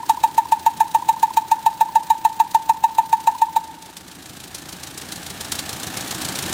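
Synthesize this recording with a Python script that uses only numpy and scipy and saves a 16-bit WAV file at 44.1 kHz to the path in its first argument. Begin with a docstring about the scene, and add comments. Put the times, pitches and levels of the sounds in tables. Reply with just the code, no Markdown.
"""An old four-cylinder car engine idles in a garage, with a compression whistle screwed into one cylinder. At
first that cylinder blows a hissing toot once every engine cycle, and the walls throw it back. At 3.6 seconds
the whistle's valve is shut. The engine thuds and ticks on, a little faster, and two of the tappet ticks in each
cycle knock out loudly. The clatter swells as the close microphone moves along the engine and the automatic
volume control, no longer held down by the toots, turns back up."""
import sys
import numpy as np
from scipy import signal
from scipy.fft import rfft, irfft
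from scipy.io import wavfile
from scipy.ndimage import uniform_filter1d, minimum_filter1d

SR = 44100
rng = np.random.default_rng(int(sys.argv[2]) if len(sys.argv) > 2 else 0)


def materialize(psi):
    """Save the field psi as 16-bit PCM at rate SR to the path in sys.argv[1].

    A 1-D psi becomes a single channel; in a 2-D psi each row is a channel.
    """
    bounded = np.clip(np.atleast_2d(psi).T, -1, 1)
    quanta = np.round(bounded * 32767).astype(np.int16)
    wavfile.write(sys.argv[1], SR, quanta)


N = 287973
T = np.arange(N) / SR
VALVE_SHUT_S = 3.6  # the whistle stops here
# The tone of metal hitting metal. Each row: frequency in Hz, relative level in dB.
METAL_TONE = [(500, -2.5), (1500, -5.5), (2600, -3), (4000, 2.5), (5200, 0), (7500, -0.5), (9500, -0.5),
              (11500, -5.5), (15800, -10)]


def undb(db):
    """Turn decibels into a number to multiply by."""
    return 10 ** (np.asarray(db) / 20)


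def add(out, start_s, x):
    """Mix x into out, beginning at start_s."""
    i = int(round(start_s * SR))
    a, b = max(i, 0), min(i + len(x), len(out))
    if b > a:
        out[a:b] += x[a - i:b - i]


def colour(x, tone, peaks=()):
    """Give x a smooth tone curve with ringing peaks on top, at an average (rms) level of 1."""
    f = np.fft.rfftfreq(len(x), 1 / SR) + 1e-3
    hz, db = np.transpose(tone)
    gain = undb(np.interp(np.log(f), np.log(hz), db)) / np.sqrt(1 + (20 / f) ** 4)
    for centre, width, rise in peaks:
        gain = gain * (1 + (undb(rise) - 1) / np.sqrt(1 + (2 * (f - centre) / width) ** 4))
    shaped = irfft(rfft(x) * gain, len(x))
    return shaped / np.sqrt(np.mean(shaped ** 2))


def noise(tone, peaks=()):
    """Steady noise with the given tone."""
    return colour(rng.standard_normal(N), tone, peaks)


def bursts(times, levels_db, rise_s, fall_s, hold_s=0):
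    """A loudness curve that peaks at each given time, holds and dies away."""
    t = np.arange(-SR // 50, SR // 10) / SR
    shape = np.exp(np.minimum(t / rise_s, -np.maximum(t - hold_s, 0) / fall_s))
    power = np.zeros(N)
    for s, db in zip(times, levels_db):
        add(power, s + t[0], (undb(db) * shape) ** 2)
    return np.sqrt(power)


def cycle_starts():
    """The start time of every engine cycle: the idle drifts a little, then quickens."""
    # The turning crankshaft. Each row: time in seconds, cycles since the first toot.
    crank = [(-.0495, 0), (.9445, 7), (1.368, 10), (1.513, 11), (2.247, 16), (2.397, 17), (2.6915, 19),
             (3.56, 25), (4.003, 28), (5.585, 39), (6.698, 47)]
    s, cycles = np.transpose(crank)
    return np.interp(np.arange(cycles[-1] + 1), cycles, s)


def strokes(starts, place):
    """The times when the engine passes one place (0 to 1) in its cycle."""
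    return starts[:-1] + place * np.diff(starts)


def garage(x, tail_db=-25.0, die_away_s=1.24, build_s=0.088):
    """The sound arrives directly, then as a few echoes, then as a blurred tail."""
    # Echoes off bonnet, floor and walls. Each row: delay in seconds, level in dB.
    echoes = [(.007822, -23), (.011752, -24), (.013049, -21), (.022528, -22), (.046608, -23.5),
              (.084012, -38)]
    t = np.arange(SR) / SR
    tail = colour(rng.standard_normal(SR), [(100, 17), (1000, 3.0), (5000, -8), (15000, -23.5)])
    tail = tail * undb(-60 * t / die_away_s) * (1 - np.exp(-(t / build_s) ** 4))
    response = undb(tail_db) * tail / np.sqrt(np.sum(tail ** 2))
    response[0] += 1  # the direct sound
    for delay_s, db in echoes:
        response[int(round(delay_s * SR))] += undb(db)
    return signal.fftconvolve(x, response)[:len(x)]


def rumble(starts, rumble_db=-48.5, ring_s=0.033, push_s=0.0031, scatter=1.26):
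    """Four thuds a cycle shake the engine block and car body, over a low hum."""
    # The cylinders. Each row: place in the cycle, relative dB with the whistle open, then with it shut.
    cylinders = [(.03, 0, 4.5), (.28, -0.5, 1.5), (.55, 0.5, 1), (.78, 1, 0)]
    # The engine's hum. Each row: vibrations per cycle, level in dB.
    hum_tones = [(8, -70.5), (12, -66)]
    # The deep tone of the thuds. Each row: frequency in Hz, relative level in dB.
    thud_tone = [(25, -24), (50, -17), (75, -1), (108, -2), (160, -0.5), (235, -2), (290, 1), (400, -5.5),
                 (550, -19.5), (780, -21), (1300, -70)]
    # Ringing of block and body panels. Each row: frequency in Hz, width in Hz, boost in dB.
    body_peaks = [(137, 18, 1.5), (188, 46, 4.5), (326, 31, 4)]
    t = np.arange(SR // 6) / SR
    shape = np.exp(-t / ring_s) * (1 - np.exp(-t / push_s))
    thuds = np.zeros(N)
    for place, open_db, shut_db in cylinders:
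        own_thud = rng.standard_normal(len(t))  # each cylinder has its own sound
        for s in strokes(starts, place):
            db = open_db if s < VALVE_SHUT_S else shut_db
            add(thuds, s, undb(db) * shape * (own_thud + scatter * rng.standard_normal(len(t))))
    phase = 2 * np.pi * np.interp(T, starts, np.arange(len(starts)))
    hum = sum(undb(db) * np.sqrt(2) * np.sin(round(k) * phase + rng.uniform(0, 2 * np.pi))
              for k, db in hum_tones)
    return undb(rumble_db) * colour(thuds, thud_tone, body_peaks) + hum


def rattle(starts, whirr_db=-47.0, tappet_db=-2, scatter_db=3.0, grain_db=2.5):
    """Tappets, the parts that push the valves, tick over the grainy whirr of gears, belt and fan."""
    # The ticks. Each row: place in the cycle, relative level in dB.
    tappets = [(0.037, -40.5), (.31, -43), (0.553, -40), (0.796, -38)]
    # The tone of the whirr. 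Each row: frequency in Hz, relative level in dB.
    whirr_tone = [(260, -23), (450, -5), (804, 2.5), (1050, -3.5), (1170, -1.5), (1370, -3), (1720, 0.5),
                  (1970, -5.5), (3960, -5), (4950, -9.5), (8450, -10), (10700, -15.5), (15100, -14),
                  (15800, -33)]
    times = np.concatenate([strokes(starts, place) for place, _ in tappets])
    levels = np.repeat([db for _, db in tappets], len(starts) - 1)
    levels = levels + scatter_db * rng.standard_normal(len(times))
    ticks = bursts(times, levels + tappet_db, rise_s=0.0046, fall_s=0.0072) * noise(METAL_TONE)
    grain_times = T[::SR // 300]  # the whirr's level flickers 300 times a second
    grains = np.interp(T, grain_times, rng.standard_normal(len(grain_times)))
    whirr = colour(rng.standard_normal(N) * undb(grain_db * grains), whirr_tone)
    return ticks + undb(whirr_db) * whirr


def clacks(starts, clack_db=-1, scatter_db=-0.1):
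    """Metal knocks die quickly in the iron block: two a cycle after the toots, and a few harder ones."""
    # Two tappets that knock out loudly. Each row: place in the cycle, relative level in dB.
    loud_tappets = [(.048, -36.5), (0.778, -34.5)]
    # They grow as the microphone leaves the whistle. Each row: time in seconds, level change in dB.
    swell = [(3.7, -39), (4.0, -5.5), (4.75, 1)]
    # Single harder knocks. Each row: time in seconds, relative level in dB.
    hard_knocks = [(3.969, -29), (4.549, -28), (5.521, -25), (5.591, -29)]
    # Ringing of the iron. Each row: frequency in Hz, width in Hz, boost in dB.
    iron_peaks = [(3180, 110, 4), (3940, 280, 0.5), (5500, 160, 4.5), (6800, 1200, 1.5)]
    shut_starts = starts[starts > VALVE_SHUT_S]
    regular = [(s, db + np.interp(s, *np.transpose(swell)) + scatter_db * rng.standard_normal())
               for place, db in loud_tappets for s in strokes(shut_starts, place)]
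    times, levels = np.transpose(regular + hard_knocks)
    return bursts(times, levels + clack_db, rise_s=0.0018, fall_s=0.008) * noise(METAL_TONE, iron_peaks)


def jet(starts, jet_db=-21, fade_db_per_s=0.48, scatter_db=1.15, leak_db=-51, leak_hz=14900):
    """Gas spits across the whistle's lip with each toot, and hisses through the open valve in between."""
    # The tone of the rushing gas. Each row: frequency in Hz, relative level in dB.
    gas_tone = [(30, 5.5), (150, -3.5), (500, -7.5), (1300, -3.5), (2100, -3.5), (3500, 0.5), (5000, -4.5),
                (6800, 5.5), (9500, -0.5), (15800, -0.5)]
    # Ringing of the whistle pipe. Each row: frequency in Hz, width in Hz, boost in dB.
    pipe_peaks = [(986, 227, 20), (1686, 99, 10), (2560, 250, 12), (3220, 200, 0.5), (3853, 230, 10.5),
                  (4390, 110, 6)]
    times = starts[starts < VALVE_SHUT_S]
    spit_db = jet_db - fade_db_per_s * times + scatter_db * rng.standard_normal(len(times))
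    spit = bursts(times + 0.0034, spit_db, rise_s=0.0033, fall_s=0.0052, hold_s=0.0057)
    leak = bursts(times[:-1] + 0.093, np.full(len(times) - 1, leak_db), rise_s=.016, fall_s=0.14)
    rush = noise(gas_tone, pipe_peaks)
    thin_hiss = noise([(100, 0), (16000, 0)], [(leak_hz, 900, 35)])
    return spit * rush + leak * thin_hiss


def blips(starts, place=0.45, faint_db=-22, scatter_db=3):
    """Times and levels of the small peeps made as the piston pushes out the exhaust; most are faint."""
    # The peeps that sound clearly. Each row: start in seconds, level in dB.
    clear_blips = [(.027, -11), (.170, -9.5), (.451, -12.5), (1.020, -8.5), (1.161, -14), (1.303, -11),
                   (1.884, -13.5), (3.346, -10.5)]
    times = strokes(starts[starts < VALVE_SHUT_S], place)
    levels = faint_db + scatter_db * rng.standard_normal(len(times))
    for s, db in clear_blips:
        nearest = np.argmin(np.abs(times - s))
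        times[nearest], levels[nearest] = s, db
    return zip(times, levels)


def toot(hz, blow_s, rise_s=0.0058, fall_s=0.0059, scoop_hz=290, scoop_s=0.0031, sag_hz_per_s=2995):
    """The pipe's note starts low, slides up, then sags and fades as the cylinder empties."""
    t = np.arange(SR // 12) / SR
    loudness = (1 - np.exp(-(t / rise_s) ** 3)) / (1 + np.exp((t - blow_s) / fall_s))
    pitch_hz = hz - scoop_hz * np.exp(-t / scoop_s) - sag_hz_per_s * t
    phase = 2 * np.pi * np.cumsum(pitch_hz) / SR
    note = undb([0, -29, -39]) @ np.sin(np.outer([1, 2, 3], phase))  # with two faint overtones
    return loudness * note


def whistle(starts, pipe_hz=947.8, waver_hz=2, toot_db=4, blow_s=0.012, blow_scatter=0.08):
    """The cylinder blows a strong toot and a weaker, higher blip each cycle until the valve is shut."""
    lead = SR // 2  # extra room, as the first toot comes just before time zero
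    out = np.zeros(lead + N)
    times = starts[starts < VALVE_SHUT_S]
    for s, (waver, stretch) in zip(times, rng.standard_normal((len(times), 2))):
        length_s = blow_s * (1 + blow_scatter * stretch)
        if s == times[-1]:
            length_s = 0.0059  # the closing valve cuts the last toot short
        add(out, s + lead / SR, undb(toot_db) * toot(pipe_hz + waver_hz * waver, length_s))
    for s, db in blips(starts):
        add(out, s + lead / SR, undb(db) * toot(hz=1010, blow_s=0.0055, fall_s=0.0032))
    return garage(out)[lead:]


def scene():
    """The engine and its whistle, together in the garage."""
    # The microphone moves along the engine, and at the very end the engine surges as it revs. Each row: time in
    # seconds, rumble and rattle changes in dB.
    level_path = [(0, 3.5, 2.5), (1.8, 1.3, 1.3), (3.85, 0, 0), (4.8, -1, 0.7), (5.3, -1, 1),
                  (6.42, -2.5, 1.5), (6.5, 2, 3)]
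    starts = cycle_starts()
    times, *changes_db = np.transpose(level_path)
    rumble_gain, rattle_gain = (undb(np.interp(T, times, db)) for db in changes_db)
    engine = rumble_gain * rumble(starts) + rattle_gain * rattle(starts) + clacks(starts)
    return (whistle(starts) + garage(jet(starts) + engine))[None]


def record(dry, hold_s=0.25, recover_db_per_s=5.5, ceiling_db=-3.5, release_db_per_s=300, top_hz=15900):
    """The volume control creeps up once loud peaks stop coming; a fast limiter flattens each toot."""
    x = dry[0]
    loud = np.abs(x) > .35
    quiet_s = T - np.maximum.accumulate(T * loud)  # time since the last loud peak
    x = x * undb(np.clip(recover_db_per_s * (quiet_s - hold_s), 0, 20))
    # The limiter turns down whatever passes the ceiling, then quickly lets go.
    peak = -minimum_filter1d(-np.abs(x), size=50)
    over_db = np.maximum(20 * np.log10(peak + 1e-9) - ceiling_db, 0)
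    cut_db = np.maximum.accumulate(over_db + release_db_per_s * T) - release_db_per_s * T
    x = x * undb(-uniform_filter1d(cut_db, size=40))
    treble_cut = signal.ellip(12, .1, 80, top_hz, fs=SR, output="sos")
    return signal.sosfilt(treble_cut, x)[None]


dry = scene()
out = record(dry)
materialize(out)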